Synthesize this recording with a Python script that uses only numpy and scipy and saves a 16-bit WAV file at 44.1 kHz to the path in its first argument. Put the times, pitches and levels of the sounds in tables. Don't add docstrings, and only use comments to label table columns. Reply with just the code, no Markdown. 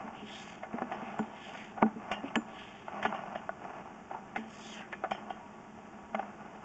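import sys
import numpy as np
from scipy import signal
from scipy.fft import rfft, irfft
from scipy.io import wavfile
from scipy.ndimage import uniform_filter1d

SR = 44100
rng = np.random.default_rng(int(sys.argv[2]) if len(sys.argv) > 2 else 0)


def materialize(psi):
    bounded = np.clip(np.atleast_2d(psi).T, -1, 1)
    quanta = np.round(bounded * 32767).astype(np.int16)
    wavfile.write(sys.argv[1], SR, quanta)


N = 292824
TIME, HIT_TIME = np.arange(N) / SR, np.arange(SR // 3) / SR
LEAD_S = .03

# (frequency [Hz], width [Hz], boost [dB])
HOUSING_MODES = [(204.6, 28, 18.5), (293, 30, -4), (402, 144, 8), (667, 200, 3.5), (776, 40, 7),
                 (869, 100, 5), (1142, 110, 6.5), (1460, 46, 7.5), (1723, 82, 11.5), (1970, 27, 2),
                 (2102, 130, 6), (2554, 42, 6)]
# (frequency [Hz], relative level [dB])
AIR_SPECTRUM = [(25, -7), (60, -3.5), (120, 1.5), (200, 4), (300, 4), (520, -4), (800, -25), (1300, -6.5),
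                (2000, -12.5), (3000, -15), (4500, -25.5), (7000, -20), (8000, -32.5), (8900, -54)]
SCRAPE_SPECTRUM = [(60, -33.5), (150, -3.5), (280, -8), (500, -12), (660, 1.5), (850, 0), (1000, -4),
                   (1400, -5), (1700, -14.5), (2800, -13.5), (3600, -31.5), (6000, -32.5), (9000, -55.5)]
KNOCK_BODY_SPECTRUM = [(40, -19), (150, -23.5), (300, -6), (480, -11), (660, 4), (850, -2.5), (1000, -2),
                       (1500, -3.5), (1900, -41), (3500, -42.5), (9000, -94.5)]
KNOCK_EDGE_SPECTRUM = [(300, -26.5), (1200, -5.5), (1900, 13), (2900, 6), (3500, -3.5), (5000, -17),
                       (7000, -15), (9000, -69.5)]
PALM_SPECTRUM = [(200, -23.5), (700, -11.5), (1600, 1.5), (2400, 6), (3200, 8), (3700, -0.5), (4600, -13),
                 (9000, -56.5)]
FIZZ_SPECTRUM = [(2500, -32), (4400, 4.5), (5200, 2), (5900, 4.5), (7000, 0), (7700, -6), (8800, -20.5),
                 (10000, -45)]
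CAGE_SPECTRUM = [(300, 2.5), (1200, 4.5), (2000, 6), (2600, 8.5), (3050, -31.5), (3500, 1.5), (4500, -29),
                 (9000, -62.5)]
SNAP_SPECTRUM = [(30, -22), (200, 8.5), (500, -1), (900, 5.5), (1400, -12), (2400, -15), (3400, -31),
                 (6000, -60), (9000, -70)]
# (frequency [Hz], level [dB])
HUM_TONES = [(219, -63), (360.7, -68.5), (732, -87), (947.5, -69), (1130, -71.5)]
# (start [s], length [s], relative level [dB])
PUSHES = [(-0.05, 0.054, -40.5), (0.68, 0.21, -45.5), (0.864, 0.32, -41.5), (1.43, 0.06, -46),
          (1.966, 0.41, -43), (2.883, 0.45, -39), (3.559, 0.23, -43), (4.058, 0.042, -46),
          (5.128, 0.17, -46), (6.12, 0.051, -41.5), (6.36, 0.45, -47)]
# (time [s], level [dB], pitch [Hz], t60 [s])
FRAME_THUMPS = [(0.042, -40, 222, 0.18), (0.217, -41.5, 211.8, 0.3), (0.74, -31.5, 233, 0.072),
                (0.818, -36, 243, 0.17), (1.021, -39.5, 230, 0.12), (1.195, -28.5, 217, 0.15),
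                (1.83, -23, 216, 0.17), (1.853, -29.5, 225, 0.11), (1.958, -37.5, 223, 0.18),
                (2.236, -35, 277, 0.13), (2.361, -27, 228, 0.15), (2.375, -33, 306, 0.05),
                (3.053, -33.5, 217.5, 0.23), (4.376, -37, 222, 0.26), (6.036, -55, 75, .12),
                (6.146, -43.5, 216.5, 0.41)]
# (time [s], relative level [dB], edge offset [dB], hollow pitch [Hz], chatter decay [s], scuff [0-1])
REEL_KNOCKS = [(0.078, -35.5, -14, 930, .006, 0.1), (0.296, -52, 10, 960, .003, 0.1),
               (0.634, -32, -7, 700, 0.02, 1), (0.731, -35.5, -9, 740, 0.0098, 0.5),
               (0.785, -30, -10.5, 835, 0.0047, 0.5), (0.820, -25, -16, 844, 0.0047, 0.26),
               (0.921, -32.5, -3.5, 790, 0.0065, 1), (1.191, -25.5, -16.5, 970, 0.0026, 0.05),
               (1.551, -38, -1, 715, 0.004, 1), (1.777, -31.5, -16.5, 820, 0.018, 0.8),
               (1.8245, -24, -5.5, 2190, 0.0012, 0.83), (1.83, -18, -19, 790, .0022, 0.7),
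               (1.865, -33.5, -14, 820, 0.042, 1), (2.115, -25, -26, 717, 0.014, 0.3),
               (2.356, -29.5, 9.5, 1020, 0.0034, 0.1), (2.361, -24.5, -29, 885, 0.012, 1),
               (2.882, -30.5, -14, 853, 0.0065, 0.26), (3.029, -37, 5.5, 700, 0.002, 1),
               (3.051, -20, -7.5, 810, 0.0059, 0), (3.058, -24.5, -10, 787, 0.007, 0),
               (3.1255, -27.5, -16, 790, 0.0036, 0.2), (3.148, -29.5, -31, 676, .0085, .5),
               (3.357, -26.5, -14, 707, 0.0026, 1), (3.492, -24.5, -16.5, 690, 0.0018, 0.04),
               (4.112, -29.5, -19, 785, 0.0061, 0.96), (4.148, -31, -25, 875, .018, 1),
               (4.361, -25, -4.5, 812, 0.012, 0.34), (4.928, -34, 1.5, 1780, 0.0086, 0.47),
               (5.038, -24.5, -15, 670, 0.0043, 0.02), (5.046, -27.5, -15.5, 695, 0.011, 0.5),
               (5.117, -22, -34, 730, .002, 1), (5.149, -35, -9.5, 750, 0.0086, 1),
               (5.305, -26.5, -21, 750, 0.0016, 0.1), (6.1463, -23, -15, 810, 0.0026, 0),
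               (6.15, -28, -4.5, 1500, 0.0027, 0.17), (6.194, -24.5, -16.5, 780, 0.0049, 0.96),
               (6.228, -36, -22, 770, 0.0034, 0.05)]
# (middle [s], length [s], level [dB], pitch [Hz], glide [Hz/s])
GRIP_SQUEAKS = [(0.19, 0.13, -55, 2870, 0), (0.35, 0.23, -49, 3450, 4004), (1.08, 0.15, -54, 2400, -3),
                (1.456, 0.23, -56, 3110, -1500), (1.607, .16, -52, 2130, -2000),
                (2.276, 0.08, -51.5, 2560, 3), (2.616, 0.23, -54.5, 3080, -500),
                (4.65, 0.17, -53, 3460, -2000), (4.759, 0.17, -48, 2990, -7000),
                (4.805, 0.2, -51, 1800, -1500)]
# (start [s], fastest [s], end [s], relative rasp [dB], relative hiss [dB])
HAND_SLIDES = [(0.203, 0.4, 0.63, -47.5, -58.5), (0.86, 1.06, 1.47, -56.5, -83.5),
               (1.3, 1.56, 1.75, -48, -63.5), (2.446, 2.614, 2.954, -50, -71),
               (4.42, 4.702, 4.845, -50.5, -55)]
# (frequency [Hz], width [Hz], relative level [dB])
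GRIP_WHISPERS = [(5090, 540, -3.5), (6600, 810, -3.5), (7350, 710, -6.5)]
# (time [s], level [dB], treble offset [dB], base t60 [s])
CAGE_TICKS = [(0.921, -44, -26, 0.16), (1.19, -48, -4, 0.038), (2.113, -29.5, -17, 0.13),
              (2.357, -20.5, -7, 0.0074), (3.026, -36.5, -15.5, 0.13), (3.052, -36.5, -21, 0.14),
              (3.142, -43.5, -23, 0.22), (3.352, -42, -31, 0.12), (4.36, -41, -17.5, 0.26),
              (4.922, -48, -29, 0.36), (5.109, -34.5, -16, 0.16), (5.299, -43, -20, 0.14)]
# (frequency [Hz], relative level [dB], ring time [x base t60])
CAGE_MODES = [(1834, 1.5, 2), (2100, 3.5, 0.95), (2450, 2, 1.3), (2830, 4.5, 1.45), (3025, 2.5, 1.6),
              (3096, 4.5, 1.32), (3170, -0.5, 1.5), (5260, -15.5, 1.4), (6470, -14.5, 1.2)]
# (time [s], level [dB])
WIRE_PINGS = [(1.187, -59.5), (2.357, -49)]
# (frequency [Hz], relative level [dB], t60 [s])
WIRE_MODES = [(7060, 0, 0.21), (7220, -12, 0.29), (7400, -2, .08)]


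def amp(db):
    return 10 ** (np.asarray(db) / 20)


def unit(x):
    return x / np.sqrt(np.mean(x ** 2) + 1e-20)


def unit_hit(x, size=220):
    return x / np.sqrt(uniform_filter1d(x ** 2, size).max() + 1e-20)


def add(mix, s, sound):
    part = mix[max(round(s * SR), 0):][:len(sound)]
    part += sound[:len(part)]


def drift(rate_hz):
    hz = np.fft.rfftfreq(N, 1 / SR)
    return unit(irfft(rfft(rng.standard_normal(N)) / (1 + (hz / rate_hz) ** 2) ** 2, N))


def colour(x, spectrum, ring=1, peaks=(), size=8192):
    hz = abs(np.fft.fftfreq(size, 1 / SR))
    corner_hz, corner_db = np.transpose(spectrum)
    shape_db = np.interp(np.log(hz + 1), np.log(corner_hz), corner_db)
    shape_db += ring * sum(db / (1 + (2 * (hz - f) / width) ** 2)
                           for f, width, db in [*HOUSING_MODES, *peaks])
    minimum_phase = np.exp(np.conj(signal.hilbert(np.log(amp(shape_db)))))
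    response = np.fft.ifft(minimum_phase).real
    return signal.fftconvolve(x, response[:size // 2])[:len(x)]


def resonate(x, hz, width_hz):
    turn = np.exp(2j * np.pi * np.cumsum(hz) / SR)
    r = np.exp(-np.pi * np.sqrt(2) * width_hz / SR)
    return 2 * (turn * signal.lfilter([(1 - r) ** 2], [1, -2 * r, r ** 2], x / turn)).real


def room_tone(air_db=-54, waver_db=5.0, wander_rad=0.94):
    air = amp(air_db) * unit(colour(rng.standard_normal(N), AIR_SPECTRUM, ring=0.45))
    hum = np.zeros(N)
    for hz, db in HUM_TONES:
        gain = amp(db + waver_db * drift(rate_hz=8.3))
        hum += gain * unit(np.sin(2 * np.pi * hz * TIME + wander_rad * drift(rate_hz=0.71)))
    return air + hum


def grains(per_s, spread_db):
    size = amp(spread_db * np.minimum(rng.exponential(1, N), 4))
    return unit(size * rng.standard_normal(N) * (rng.random(N) < per_s / SR))


def push(start, length, attack_s=0.064, sag_db_per_s=10.5, coast_db_per_s=49.5):
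    t = np.maximum(TIME - start, 0)
    coasting_s = np.maximum(t - length, 0)
    return np.minimum(t / attack_s, 1) * amp(-sag_db_per_s * t - coast_db_per_s * coasting_s)


def hand_speed(start, fastest, end):
    return np.sin(np.pi / 2 * np.interp(TIME, [start, fastest, end], [0, 1, 0]))


def cable_scrape(trim_db=-1, creep_db=-52.5, drag_db=-4.5):
    slips = grains(per_s=4000, spread_db=1.5) * amp(1.4 * drift(rate_hz=35))
    power = amp(creep_db) ** 2
    power += sum((amp(db) * push(start, length)) ** 2 for start, length, db in PUSHES)
    power += sum((amp(db + drag_db) * hand_speed(start, fastest, end)) ** 2
                 for start, fastest, end, db, _ in HAND_SLIDES)
    return amp(trim_db) * np.sqrt(power) * unit(colour(slips, SCRAPE_SPECTRUM, ring=0.8))


def frame_thumps(rise_s=0.003):
    modes = [(1, 3.5), (1.31, -5), (1.95, -2.5)]  # (frequency [x pitch], relative level [dB])
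    out, t = np.zeros(N), HIT_TIME
    for s, db, hz, t60 in FRAME_THUMPS:
        boom = sum(amp(level - 60 * t * ratio / t60) * np.sin(2 * np.pi * hz * ratio * t)
                   for ratio, level in modes)
        add(out, s, amp(db) * unit_hit(boom * (1 - np.exp(-t / rise_s))))
    return out


def contact(chatter_s, scuff, chatter=1.61, rattle=0.11, rattle_s=0.035, scuff_s=.007):
    t = HIT_TIME - LEAD_S
    force = signal.unit_impulse(len(t), round(LEAD_S * SR))
    stages = (scuff, scuff_s, t < 0), (chatter, chatter_s, t >= 0), (rattle, rattle_s, t >= 0)
    for share, fade_s, when in stages:
        burst = when * rng.standard_normal(len(t)) * np.exp(-abs(t) / fade_s)
        force += share * burst / np.linalg.norm(burst)
    return force


def reel_knocks(body_db=-4, edge_db=-5, hollow_width_hz=170, hollow_db=8):
    out = np.zeros(N)
    for s, db, edge_offset_db, hz, chatter_s, scuff in REEL_KNOCKS:
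        force = contact(chatter_s, scuff)
        hollow = [(hz, hollow_width_hz, hollow_db)]
        body = amp(body_db) * unit_hit(colour(force, KNOCK_BODY_SPECTRUM, peaks=hollow))
        edge = amp(edge_db + edge_offset_db) * unit_hit(colour(force, KNOCK_EDGE_SPECTRUM, peaks=hollow))
        add(out, s - LEAD_S, amp(db) * (body + edge))
    return out


def grip_squeaks(width_hz=560, uneven_db=2.0):
    friction = rng.standard_normal(N) * amp(uneven_db * drift(rate_hz=60))
    out = np.zeros(N)
    for middle, length, db, hz, hz_per_s in GRIP_SQUEAKS:
        at = abs(TIME - middle) < length / 2
        t = TIME[at] - middle
        squeak = unit(resonate(friction[at], hz + hz_per_s * t, width_hz))
        out[at] += amp(db) * np.cos(np.pi * t / length) * squeak
    return out


def hand_slides(palm_db=-4, fizz_db=-3, whisper_db=-7, glide=0.069, rasp_power=0.89, hiss_power=1.62):
    friction = grains(per_s=9100, spread_db=-0.5) * amp(1.9 * drift(rate_hz=130))
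    palm = unit(colour(friction, PALM_SPECTRUM))
    fizz = unit(colour(friction, FIZZ_SPECTRUM))
    out = np.zeros(N)
    for start, fastest, end, rasp_db, hiss_db in HAND_SLIDES:
        at = slice(round(start * SR), round(end * SR))
        speed = hand_speed(start, fastest, end)[at]
        sinking = np.linspace(1 + glide, 1 - glide, len(speed))
        hiss = amp(fizz_db) * fizz[at]
        for hz, width_hz, level in GRIP_WHISPERS:
            wobble = 1 + .02 * drift(rate_hz=15)[at]
            hiss += amp(whisper_db + level) * unit(resonate(fizz[at], hz * sinking * wobble, width_hz))
        out[at] += amp(palm_db + rasp_db) * palm[at] * speed ** rasp_power
        out[at] += amp(hiss_db) * hiss * speed ** hiss_power
    return out


def cage_ticks(sharpness=0.85, sharp_s=0.0016, rise_s=0.0021, mode_spread_db=4.5, ring_db=-5):
    out, t = np.zeros(N), HIT_TIME
    for s, db, treble_db, t60 in CAGE_TICKS:
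        strike = rng.standard_normal(len(t)) * (1 + sharpness * np.exp(-t / sharp_s))
        decay_db = -60 * t / t60
        jangle = unit_hit(colour(strike * amp(decay_db / .7), CAGE_SPECTRUM, ring=.8))
        treble = unit_hit(colour(strike * amp(decay_db / .85), FIZZ_SPECTRUM))
        ring = np.zeros(len(t))
        for hz, level, life in CAGE_MODES:
            mode = unit(resonate(strike, np.full(len(t), hz), width_hz=70))
            ring += amp(level + mode_spread_db * rng.standard_normal() + decay_db / life) * mode
        tick = jangle + amp(treble_db) * treble + amp(ring_db) * unit_hit(ring)
        add(out, s, amp(db) * tick * (1 - np.exp(-t / rise_s)))
    return out


def wire_pings():
    out, t = np.zeros(N), HIT_TIME
    ping = sum(amp(level - 60 * t / t60) * np.sin(2 * np.pi * hz * t) for hz, level, t60 in WIRE_MODES)
    for s, db in WIRE_PINGS:
        add(out, s, amp(db) * ping)
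    return out


def cable_snap(time_s=1.8272, peak_db=-6.5):
    force = contact(chatter_s=.002, scuff=.1, chatter=.1, rattle=.05)
    crack = colour(force, SNAP_SPECTRUM, ring=.1)
    out = np.zeros(N)
    add(out, time_s - LEAD_S, amp(peak_db) * crack / abs(crack).max())
    return out


def scene():
    blows = reel_knocks() + cable_snap() + frame_thumps() + cage_ticks() + wire_pings()
    friction = cable_scrape() + hand_slides() + grip_squeaks()
    return (blows + friction + room_tone())[None]


def record(dry, notch_hz=4030, notch_width_hz=620, top_hz=8950):
    hz = np.fft.rfftfreq(N, 1 / SR)
    notch = (abs(hz - notch_hz) / np.hypot(hz - notch_hz, notch_width_hz)) ** 1.25
    notched = irfft(rfft(dry) * notch, N)
    lowpass = signal.firwin(511, top_hz, window=("kaiser", 9), fs=SR)
    return signal.oaconvolve(notched, lowpass[None], "same")


dry = scene()
out = record(dry)
materialize(out)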